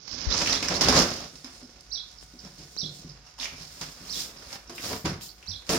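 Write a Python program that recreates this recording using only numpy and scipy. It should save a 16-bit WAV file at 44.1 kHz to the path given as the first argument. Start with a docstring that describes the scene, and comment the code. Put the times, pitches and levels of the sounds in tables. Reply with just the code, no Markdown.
"""Cardboard box in a garage

A full box is dragged over concrete, then inserts and a plastic part are pulled out of it.
Shaped noise makes the rubbing, struck modes the knocks, noise bursts the snaps and swishes.
Gliding tones make the sparrows, noise strokes a far bird, steady sines a faint motor whine.
Two unlike microphones hear it; a finger covers the left one at first."""
import sys
import numpy as np
from scipy import signal
from scipy.fft import rfft, irfft, next_fast_len
from scipy.io import wavfile
from scipy.ndimage import uniform_filter1d

SR = 44100
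rng = np.random.default_rng(int(sys.argv[2]) if len(sys.argv) > 2 else 0)


def gain_from_db(level_db):
    """Convert decibel levels to linear amplitude factors (20 dB per decade)."""
    decades = np.asarray(level_db, float) / 20
    return 10 ** decades


def int16_out(signal):
    """Quantize to a 16-bit WAV file."""
    q = np.round(np.clip(np.atleast_2d(signal).T, -1, 1) * 32767)
    wavfile.write(sys.argv[1], SR, q.astype(np.int16))


N = 255159  # length [samples]

# still air of the garage and the street: (frequency [Hz], level per hertz [dB])
AIR_SPECTRUM = [(25, -115), (38, -88), (52, -70), (65, -77.5), (85, -90), (125, -85), (220, -93.5),
                (800, -100), (3000, -108.5), (7000, -101.5), (12000, -110), (17000, -112)]
# motor whine: (frequency [Hz], level before the lift in air() [dB])
WHINE_TONES = [(732.1, -72), (1464, -71.5), (2196, -75)]
# modes of the box, struck or rubbed: (frequency [Hz], level [dB], free t60 [s])
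BOX_MODES = [(63, 1, 0.17), (85.7, 5, 0.2), (134, -1, 0.22), (152.3, 6.5, 0.14), (188, 2, 0.096),
             (250, 3, 0.08), (289.1, 2, 0.082), (347.3, -4, 0.1), (449.3, 2.5, 0.071), (528, 2.5, 0.053),
             (672, -6, 0.14), (965, -12.5, 0.2), (1145, -3.5, 0.028)]
# steady rubbing, first the drag over the floor, then hands shuffling in the box:
# (time [s], force [dB], weight on the walls [dB], brightness [dB])
SHUFFLE_CURVE = [(0, -57.5, -2, -5.5), (.13, -44.5, 3.5, -1.5), (.28, -35, -4, -11), (.33, -32, -1, -3),
                 (.56, -33, 3, -6.5), (.6, -41, 0, -5.5), (.78, -42.5, 12.5, -11), (.98, -29, 9, -5.5),
                 (1.08, -42, 8, -1.5), (1.24, -43.5, 5, -7.5), (1.34, -61.5, 5.5, -4),
                 (2.2, -57.5, -4.5, -9.5), (2.7, -55, -4.5, -11), (2.84, -68.5, 18, 9), (3.1, -56.5, 1, -6),
                 (3.3, -57, -14, -23), (3.55, -53, -4.5, -7.5), (4.3, -51, 2.5, -11.5),
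                 (4.64, -54.5, -3, -22), (5.4, -62.5, -6, -19), (5.79, -51, -0.5, -9)]
# slides that swell and fade:
# (time of the peak [s], fade by 20 dB [s], force [dB], weight on the walls [dB], brightness [dB])
SLIDE_EVENTS = [(0.418, 0.0258, -26.5, 0.5, -30), (.53, 0.01, -33, 1, -5), (0.729, 0.036, -44, 19, -18),
                (.76, .03, -35.5, 5, -1.5), (0.903, 0.0314, -22.5, -4, -15), (.98, .07, -25, 8, -6),
                (1.5, 0.27, -61.5, 0.5, -4), (1.6, 0.34, -68, 6, -6), (2.1, 0.14, -57, -9, -6),
                (2.46, 0.07, -52.5, 3, -10), (2.609, 0.06, -53.5, 1.5, -4), (3.29, 0.08, -53.5, -10, -9.5),
                (3.431, 0.0464, -39, -11, -2), (3.62, 0.07, -51, 0.5, -2.5), (4.08, 0.09, -47, -1.5, -7.5),
                (4.19, .09, -42.5, -3.5, -1.5), (4.46, 0.13, -49.5, -0.5, -7),
                (4.533, 0.06, -40, -9.5, -16), (4.8, .08, -47.5, 1, -7), (4.86, 0.06, -38.5, 1.5, -3),
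                (4.918, 0.078, -37, 6, -18), (5.33, 0, -56.5, -5, -6.5), (5.501, 0.2, -53.5, -3.5, -14),
                (5.742, 0.06, -27, -2, -16)]
# jerks that start abruptly and die away:
# (time [s], fade by 20 dB [s], force [dB], weight on the walls [dB], brightness [dB])
JERK_EVENTS = [(0.629, 0.29, -37.5, 5, -3.5), (0.814, 0.0881, -19, -13, -8.5), (0.886, 0.02, -20.5, 1, -5),
               (1.358, 2, -70, 3, -9), (1.446, 0.14, -42.5, -20, -18), (3.386, 0.33, -43.5, -9, -8),
               (3.814, 0.08, -35, -7, -9), (4.697, 0.16, -45.5, 0.5, -14), (5.052, 0.1034, -28, 2.5, -27),
               (5.696, 0.2, -33.5, 10.5, -4)]
# plastic fizzes more than card: (time [s], fizz [dB])
FIZZ_CURVE = [(0, 4), (1.2, 10.5), (1.4, 12), (3.3, 9.5), (3.7, 14.5), (5.79, 19.5)]
# snaps and slips of card and plastic: (time [s], level [dB], tone [Hz], ring over burst [dB])
SNAP_EVENTS = [(.0787, -22.5, 2120, -9), (.2154, -22.5, 2640, 10.5), (.3037, -21, 1540, -20),
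               (.3444, -20, 1030, 9.5), (.4144, -30, 1570, 2), (.4609, -26, 2370, 17),
               (.4743, -15.5, 2680, 13.5), (.5312, -19.5, 2220, 11), (.6275, -16.5, 2400, 12.5),
               (.6474, -26.5, 1540, 13), (.6853, -14.5, 1930, 7.5), (.7512, -25, 1340, 6),
               (.8106, -10.5, 1410, -15), (.8869, -8, 1170, -9), (.9263, -12.5, 1190, 14),
               (.9652, -8, 1320, 5), (.9904, -8, 1020, -3), (1.0216, -9.5, 1310, 3),
               (1.3568, -31.5, 2900, -18), (1.4456, -28.5, 1460, -18), (3.2655, -42, 1270, 8),
               (3.3827, -45, 956, -1), (3.3997, -38, 3800, 26), (3.4116, -32.5, 2130, 14),
               (3.4305, -31.5, 2630, 22.5), (3.4436, -22.5, 969, -31), (3.4564, -28.5, 2360, 19),
               (3.4615, -40, 2480, 19), (3.6162, -41, 996, 3), (3.8142, -22, 1610, -4),
               (4.5286, -23, 840, 3), (4.6967, -31, 900, 9), (4.781, -33.5, 2300, 23),
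               (5.0564, -18.5, 1010, 5), (5.0978, -28.5, 1100, 14), (5.2111, -36, 2900, 9),
               (5.4276, -45, 2600, 22), (5.668, -35, 1360, -6), (5.693, -13, 2700, -5)]
# knocks and steps:
# (time [s], peak [dB], tone that the struck spot favours [Hz], ring an octave above it [dB])
KNOCK_EVENTS = [(.17, -63, 250, -6), (.337, -54, 127, -4), (.626, -32, 270, -4), (.813, -24.5, 342, -25),
                (.89, -19, 225, -3), (1.348, -43, 146, 2), (1.446, -37.5, 288, -7),
                (1.631, -39.5, 264, -19), (2.222, -52, 128, -11), (2.341, -40.5, 280, -12.5),
                (2.442, -38, 188, -9), (2.587, -41, 134, -2), (2.601, -38.5, 148, 8), (2.758, -53, 127, -2),
                (2.834, -29, 164, -4.5), (2.995, -44, 175, -10), (3.048, -32.5, 144, -2),
                (3.4, -46, 230, -14), (3.527, -43, 127, -5), (3.611, -42.5, 148, -12),
                (3.815, -36.5, 152, -13), (4.017, -42, 195, -14), (4.168, -37.5, 181, 5),
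                (4.523, -47, 264, -4), (4.701, -38.5, 347, -6), (4.715, -44, 150, -12),
                (4.909, -32, 444, 8), (5.048, -21.5, 160, 1), (5.098, -28.5, 201, -9.5),
                (5.126, -41, 109, -6), (5.485, -38, 80.5, -4), (5.7, -24.5, 380, -6),
                (5.733, -18, 326, -10)]
# card squeaks on concrete or plastic: (time [s], level [dB], tone [Hz], length [s])
SQUEAK_EVENTS = [(0.3, -28, 3540, .03), (.316, -25.5, 4020, 0.024), (0.741, -30, 4030, 0.018),
                 (3.267, -54, 2760, 0.03), (3.379, -45, 980, 0.028), (3.505, -56, 2450, .02)]
# one sparrow chirp, a faint lead-in first: (time [s], pitch [Hz], level within the chirp [dB])
CHIRP_GLIDE = [(0, 5553, -33), (.008, 5970, -7), (.013, 5860, -21), (.013, 3883, -5.5), (.019, 4160, 2),
               (.033, 5550, 0.5), (.045, 5932, -2.5), (.054, 4307, 4.5), (.061, 3617, 7.5),
               (0.069, 4059, -5.5), (.079, 3322, 4.5), (.092, 3468, 2.5), (.103, 4100, 3.5),
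               (.108, 4500, -6)]
# sparrow chirps: (time [s], level before the mix [dB])
SPARROW_CALLS = [(0.47, -33), (1.9, -36), (2.758, -35), (4.077, -38.5), (5.458, -39)]
# swishes of plastic and cloth, all treble; a fade under 0.005 s counts as 0.005 s:
# (time of the peak [s], fade by 20 dB [s], level [dB], top octave over level [dB])
SWISH_EVENTS = [(1.37, 0.13, -42, -8), (1.56, 0.1, -40, -8), (1.81, -0.37, -35, -10),
                (2.12, -0.04, -42.5, -13), (2.232, 0.03, -40, -6), (2.53, 0.5, -46, -1),
                (2.72, -0.1, -47, 1), (2.81, 0.25, -48, 0), (2.97, 0.07, -38.5, -3), (3.77, 0.2, -46, 2),
                (3.85, 0.33, -40, 0), (4.19, 0.1254, -24, 1.5), (4.03, -0.26, -46, 4), (4.54, .03, -38, 6),
                (4.76, 0.02, -39, 5), (4.9, 0.16, -28, 6), (5.23, .03, -31, 6), (5.265, 0.04, -32, 6),
                (5.675, -0.3, -41.5, 6)]
# a far bird's short trills: (time [s], level [dB], middle pitch [Hz])
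FAR_TRILLS = [(1.6297, -55, 5100), (2.1844, -50, 5000), (2.3896, -47, 5100), (2.4468, -51, 5300),
              (3.0926, -49, 5020), (4.371, -50, 5300), (4.674, -53.5, 5380), (5.29, -44.5, 4400)]
# reverberation of the garage: (frequency [Hz], t60 [s])
GARAGE_DECAY = [(100, 0.42), (500, 0.4), (2000, 0.43), (6000, 0.28), (14000, 0.43)]
# likeness of the two sides: (frequency [Hz], share of power in common [0-1])
LIKENESS = [(60, 1), (130, 0.98), (290, 0.94), (640, 0.51), (1410, 0.047), (3100, 0.0072), (6820, 0.016),
            (15000, 0.02)]
# left microphone colour: (frequency [Hz], gain [dB])
LEFT_COLOUR = [(20, -4), (45, 2.5), (3000, 0), (4100, -3), (4600, -0.5), (5500, 2.5), (7100, 6), (7600, 1),
               (8100, -9.5), (8700, -2.5), (11000, -12), (11600, -14.5), (12500, -13), (14500, -10),
               (15900, -11), (16400, -42)]
# right microphone colour: (frequency [Hz], gain [dB])
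RIGHT_COLOUR = [(20, -15), (45, 0), (3000, -3), (4000, 3), (5300, 12.5), (6500, 4), (7400, -12),
                (7950, -30), (8400, -21.5), (9000, -25.5), (9500, -32), (10300, -27), (13000, -30),
                (13600, -26), (14300, -18.5), (15900, -16), (16400, -33)]
# finger sliding off the left port: (time [s], upper edge of what passes [Hz])
FINGER_EDGE = [(0, 196), (.2, 250), (.27, 686), (0.302, 1870), (.35, 5350), (.4, 15300), (.46, 40000)]
# the finger pops off the port: (level [dB], first pitch [Hz], last pitch [Hz], t60 [s])
FINGER_BUMP = (-15, 77, 48, 0.15)
# a nail ticks the case by the left port: (time [s], level [dB])
NAIL_TICKS = [(2.228, -29), (2.7655, -23)]

BOOM_DB, SCRAPE_DB, GRIT_DB = -2, 4, 12.5  # how loud each layer answers the rubbing
FIZZ_FOLLOWS = 0.71  # dB of fizz per dB of brightness
RASP_HZ, RASP_OCTAVES_PER_DB = 2230, -0.7  # brighter rubbing rasps lower
JERK_RISE_S = .006  # time to rise 20 dB
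PUFF_T60_S, SOFTNESS = 0.043, .42  # decay of a snap's puff; share of puff against crack [0-1]
SWISH_LOW_DB = -8.5  # lower band of a swish against its middle band
BUMP_S = .269  # when the finger pops off


def evened(x):
    """Scales to rms 1."""
    return x / np.sqrt(np.mean(x ** 2) + 1e-20)


def read(points, hz):
    """Reads a spectrum on a log-frequency axis."""
    f, value = np.transpose(points)
    return np.interp(np.log(hz + 1), np.log(f + 1), value)


def add(mix, s, sound):
    """Mixes a sound in at time s."""
    part = mix[..., round(s * SR):][..., :sound.shape[-1]]
    part += sound[..., :part.shape[-1]]


def band(x, lo_hz, hi_hz):
    """Band-pass."""
    sos = signal.butter(2, [lo_hz, min(hi_hz, .49 * SR)], "band", fs=SR, output="sos")
    return signal.sosfilt(sos, x)


def resonate(x, hz, width):
    """Shifts the curve hz down to zero, smooths, and shifts back: a moving resonance of gain 1."""
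    turn = np.exp(2j * np.pi * np.cumsum(hz * np.ones(x.shape[-1])) / SR)
    r = np.exp(-np.pi * width / SR)
    return 2 * (turn * signal.lfilter([1 - r], [1, -r], x / turn)).real


def pair(x):
    """Spaced microphones: two unrelated signals made alike in the bass."""
    size = next_fast_len(x.shape[1])
    same = np.sqrt(np.clip(read(LIKENESS, np.fft.rfftfreq(size, 1 / SR)), 0, 1))
    a, b = rfft(x, size)
    return irfft([a, same * a + np.sqrt(1 - same ** 2) * b], size)[:, :x.shape[1]]


def swell(t, peak, fade):
    """A rounded rise and fall in dB, 20 dB down at fade seconds from the peak."""
    return -20 * ((t - peak) / max(fade, .005)) ** 2


def air():
    """Steady room and street noise with a thin, barely wavering motor whine."""
    hz = np.fft.rfftfreq(N, 1 / SR)
    density = gain_from_db(read(AIR_SPECTRUM, hz)) * np.sqrt(SR / 2)
    hush = irfft(rfft(rng.standard_normal((2, N))) * density, N)
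    waver = 1 + 0.0005 * evened(uniform_filter1d(rng.standard_normal(N), 4000))
    seconds = np.cumsum(waver) / SR
    whine = sum(gain_from_db(db + 3.5) * np.sin(2 * np.pi * f * seconds) for f, db in WHINE_TONES)
    return pair(hush) + whine


def pressing(weight=0., bright=0.):
    """Friction gain over time for a layer that follows weight and brightness by these amounts."""
    t = np.arange(0, N + 32, 32) / SR
    s, force_db, weight_db, bright_db = np.transpose(SHUFFLE_CURVE)
    total = gain_from_db(np.interp(t, s, force_db + weight * weight_db + bright * bright_db))
    shapes = [swell(t, s, fade) for s, fade, *_ in SLIDE_EVENTS]
    for s, fade, *_ in JERK_EVENTS:
        shapes.append(-20 * np.maximum((t - s) / max(fade, .005), (s - t) / JERK_RISE_S))
    for shape_db, event in zip(shapes, [*SLIDE_EVENTS, *JERK_EVENTS]):
        force_db, weight_db, bright_db = event[2:]
        gain = gain_from_db(force_db + weight * weight_db + bright * bright_db + shape_db)
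        total = np.hypot(total, gain)
    return np.interp(np.arange(N) / SR, t, total)


def scattered(per_s, spread_db):
    """Random impulses of uneven size."""
    sizes = gain_from_db(spread_db * np.minimum(rng.exponential(1, N), 4))
    return sizes * (rng.random(N) < per_s / SR)


def grit(per_s, spread_db, grain_s, bed):
    """Stick-slip friction: noise broken into short grains of uneven size over a steady bed."""
    sizes = scattered(per_s, spread_db)
    grains = signal.lfilter([1], [1, -np.exp(-1 / (grain_s * SR))], sizes)
    return pair(evened((bed + evened(grains)) * rng.standard_normal((2, N))))


def chips(per_s, spread_db):
    """Flutes of the card catch and let go: tiny rings at twenty tones, leaning left or right in turn."""
    sizes = scattered(per_s, spread_db)
    kind, t, out = rng.integers(0, 20, N), np.arange(600) / SR, np.zeros((2, N))
    for k, hz in enumerate(np.geomspace(700, 4500, 20)):
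        ring = np.sin(2 * np.pi * hz * t) * np.exp(-t * hz / 18.0)
        out[k % 2] += signal.oaconvolve(sizes * (kind == k), ring)[:N]
    return evened(out + 0.097 * out[::-1])


def rubbed_walls(friction):
    """Friction drives the box modes; hands and floor damp them wider, and the middle ones speak most."""
    walls = 0
    for hz, db, t60 in BOX_MODES:
        b, a = signal.iirpeak(hz, hz * t60 / 7.5, SR)
        walls = walls + gain_from_db(db - 2.3 * abs(np.log2(hz / 330))) * signal.lfilter(b, a, friction)
    return evened(walls)


def rubbing():
    """One friction heard four ways: through the box walls, as card scrape with a rasp, as grit and as fizz."""
    force, heavy = pressing(), pressing(weight=1)
    bright, fizzing = pressing(bright=1), pressing(bright=FIZZ_FOLLOWS)
    coarse = grit(per_s=120, spread_db=6.0, grain_s=0.0066, bed=1.8)
    fine = grit(per_s=300, spread_db=3, grain_s=.002, bed=1.7)

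    brightness_db = 20 * np.log10(bright / force)
    rasp_hz = np.clip(RASP_HZ * 2 ** (RASP_OCTAVES_PER_DB * brightness_db), 900, 3200)
    scrape = band(coarse, 460, 3140) + gain_from_db(-17) * resonate(coarse, rasp_hz, 150)
    scrape += gain_from_db(-18.0) * chips(per_s=250, spread_db=2.0)

    fizz_gain = gain_from_db(np.interp(np.arange(N) / SR, *np.transpose(FIZZ_CURVE)))
    out = gain_from_db(BOOM_DB) * heavy * rubbed_walls(coarse)
    out = out + gain_from_db(SCRAPE_DB) * force * scrape
    out += gain_from_db(GRIT_DB) * bright * band(fine, 2810, 9400)
    return out + fizzing * fizz_gain * band(fine, 7490, 14250)


def snaps():
    """A sharp crack and a short puff of noise; the piece that slips rings briefly at its tone."""
    out, t = np.zeros((2, N)), np.arange(8192) / SR
    puff = gain_from_db(-60 * t / PUFF_T60_S) * (1 - np.exp(-t / 0.0015))
    noises = rng.standard_normal((len(SNAP_EVENTS), 2, 8192))
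    for (s, level_db, tone_hz, ring_db), noise in zip(SNAP_EVENTS, noises):
        crack = 1.6 * np.sign(noise) * np.exp(-t / .0007)
        burst = pair((1 - SOFTNESS) * crack + SOFTNESS * puff * noise)
        ring = gain_from_db(ring_db) * resonate(resonate(burst, tone_hz, 1140), tone_hz, 1140)
        add(out, s - .0005, gain_from_db(level_db) * (band(burst, 360, 15000) + ring))
    return out


def knocks():
    """Each blow rings the box modes near the tone of the struck spot and its octave, after a soft push."""
    out, t = np.zeros(N), np.arange(SR // 2) / SR
    hz, db, t60 = np.transpose(BOX_MODES)[:, :, None]
    phases = 0.28 * rng.random((len(KNOCK_EVENTS), len(BOX_MODES), 1))  # in turns
    for (s, peak_db, spot_hz, octave_db), phase in zip(KNOCK_EVENTS, phases):
        octaves = np.log2(hz / spot_hz)
        near_db = np.maximum(-24 * abs(octaves), octave_db - 24 * abs(octaves - 1))
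        modes = gain_from_db(db + near_db - 60 * t / t60) * np.sin(2 * np.pi * (hz * t + phase))
        ring = modes.sum(0) * (1 - np.exp(-t / 0.0042))
        add(out, s - .004, gain_from_db(peak_db) * ring / abs(ring).max())
    return out


def squeaks():
    """Narrow resonances of noise: short wavering tones with a soft start and end."""
    out = np.zeros(N)
    noises = rng.standard_normal((len(SQUEAK_EVENTS), 4000))
    for (s, db, hz, length), noise in zip(SQUEAK_EVENTS, noises):
        tone = evened(resonate(resonate(noise, hz, 230), hz, 230))[-round(length * SR):]
        add(out, s, gain_from_db(db) * tone * np.hanning(len(tone)))
    return out


def sparrows():
    """A hoarse whistle that leaps up, drops, wobbles and curls up again."""
    out = np.zeros(N)
    s, hz, db = np.transpose(CHIRP_GLIDE)
    t = np.arange(0, s[-1], 1 / SR)
    glide = uniform_filter1d(np.interp(t, s, hz), 60)
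    whistle = np.sin(2 * np.pi * np.cumsum(glide) / SR) * signal.windows.tukey(len(t), .05)
    for start, call_db in SPARROW_CALLS:
        flutter = 1 + 0.29 * evened(resonate(rng.standard_normal(len(t)), 167, 46))
        add(out, start, gain_from_db(call_db + np.interp(t, s, db)) * flutter * whistle)
    return out + gain_from_db(-14.5) * np.roll(out, round(0.037 * SR))  # a wall across the yard answers


def swishes():
    """Fine friction with no body: brief rounded bursts of treble."""
    t = np.arange(N) / SR
    film = grit(per_s=600, spread_db=2, grain_s=.002, bed=2.)
    level = sum(gain_from_db(db + swell(t, s, fade)) for s, fade, db, _ in SWISH_EVENTS)
    top = sum(gain_from_db(db + top_db + swell(t, s, fade)) for s, fade, db, top_db in SWISH_EVENTS)
    body = band(film, 7140, 11900) + gain_from_db(SWISH_LOW_DB) * band(film, 3300, 8300)
    return level * body + top * band(film, 10600, 15000)


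def far_bird():
    """Three quick, blurred strokes of a high whistle, each falling in pitch, the first the strongest."""
    out, t = np.zeros(N), np.arange(0, .036, 1 / SR)
    angle = np.pi * 83 * t  # 83 strokes a second
    stroke = np.sin(angle) ** 2
    for s, level_db, hz in FAR_TRILLS:
        blur = resonate(rng.standard_normal(len(t)), hz + 350 * np.cos(angle % np.pi), 450)
        add(out, s - .003, gain_from_db(level_db - 280 * t) * (0.13 + stroke) * evened(blur))
    return out


def garage(x):
    """Sparse taps of random sign, one in every 20 samples, each band dying at its own speed."""
    taps = np.zeros((2, SR))
    at = np.arange(200, SR - 20, 20) + rng.integers(0, 20, (2, (SR - 201) // 20))
    np.put_along_axis(taps, at, rng.choice([-1., 1.], at.shape), 1)
    hz, t, z = signal.stft(pair(taps), SR, nperseg=256)
    decay = gain_from_db(-60 * t / read(GARAGE_DECAY, hz)[:, None])
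    tail = signal.istft(z * decay, SR, nperseg=256)[1]
    return signal.fftconvolve(np.atleast_2d(x), tail / np.linalg.norm(tail[0]), axes=1)[:, :N]


def scene():
    """Close sources with some room; the birds reach in both directly and by way of the walls."""
    rub, hits = rubbing() + swishes(), knocks() + snaps()
    birds, far = sparrows(), far_bird()
    walls = gain_from_db(-7.0) * rub + gain_from_db(-1.0) * hits + gain_from_db(-2.5) * birds + gain_from_db(-5.0) * far
    direct_birds = gain_from_db([[-4], [-1]]) * birds + far  # sparrows lean right
    return rub + hits + squeaks() + direct_birds + garage(walls) + air()


def covered(x):
    """The finger is a low-pass that opens as it slides off; the hand nearby shades the port by 3 dB."""
    hz, t, z = signal.stft(x, SR, nperseg=512)
    s, edge_hz = np.transpose(FINGER_EDGE)
    edge_hz = np.exp(np.interp(t, s, np.log(edge_hz)))
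    gain = gain_from_db(-3) / np.sqrt(1 + (hz[:, None] / edge_hz) ** 6)
    return signal.istft(z * gain, SR, nperseg=512)[1][:N]


def finger_bump():
    """The finger pops off: a soft-edged thump whose pitch sags as it dies."""
    t = np.arange(SR // 4) / SR
    db, first_hz, last_hz, t60 = FINGER_BUMP
    turns = np.cumsum(last_hz + (first_hz - last_hz) * np.exp(-t / 0.014)) / SR
    return -gain_from_db(db - 60 * t / t60) * np.sin(2 * np.pi * turns) * (1 - np.exp(-t / 0.0023))


def nail_tick():
    """A nail on the case: a spike, then its recoil."""
    t = np.arange(SR // 4) / SR
    return np.exp(-t / 0.00018) - 0.27 * t / 0.00087 * np.exp(1 - t / 0.00076)


def colour(points):
    """Causal filter from a spectrum: minimum phase by the folded cepstrum."""
    cep = irfft(np.log(gain_from_db(read(points, np.fft.rfftfreq(4096, 1 / SR)))))
    cep[1:2048] *= 2
    cep[2049:] = 0
    return irfft(np.exp(rfft(cep)))[:2048]


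def band_limit(x):
    """A steep low-pass at the top of the band."""
    return signal.sosfilt(signal.butter(12, 16830, fs=SR, output="sos"), x)


def record(dry):
    """A finger muffles, bumps and ticks the left port; each microphone has its colour and hiss."""
    left = covered(dry[0])
    add(left, BUMP_S, finger_bump())
    for s, db in NAIL_TICKS:
        add(left, s, gain_from_db(db) * nail_tick())
    sides = ((left, LEFT_COLOUR), (dry[1], RIGHT_COLOUR))
    mix = np.array([signal.fftconvolve(side, colour(mic))[:N] for side, mic in sides])
    mix += gain_from_db(-78) * band(rng.standard_normal(mix.shape), 300, 13000)  # hiss
    return band_limit(mix)


dry = scene()
out = record(dry)
int16_out(out)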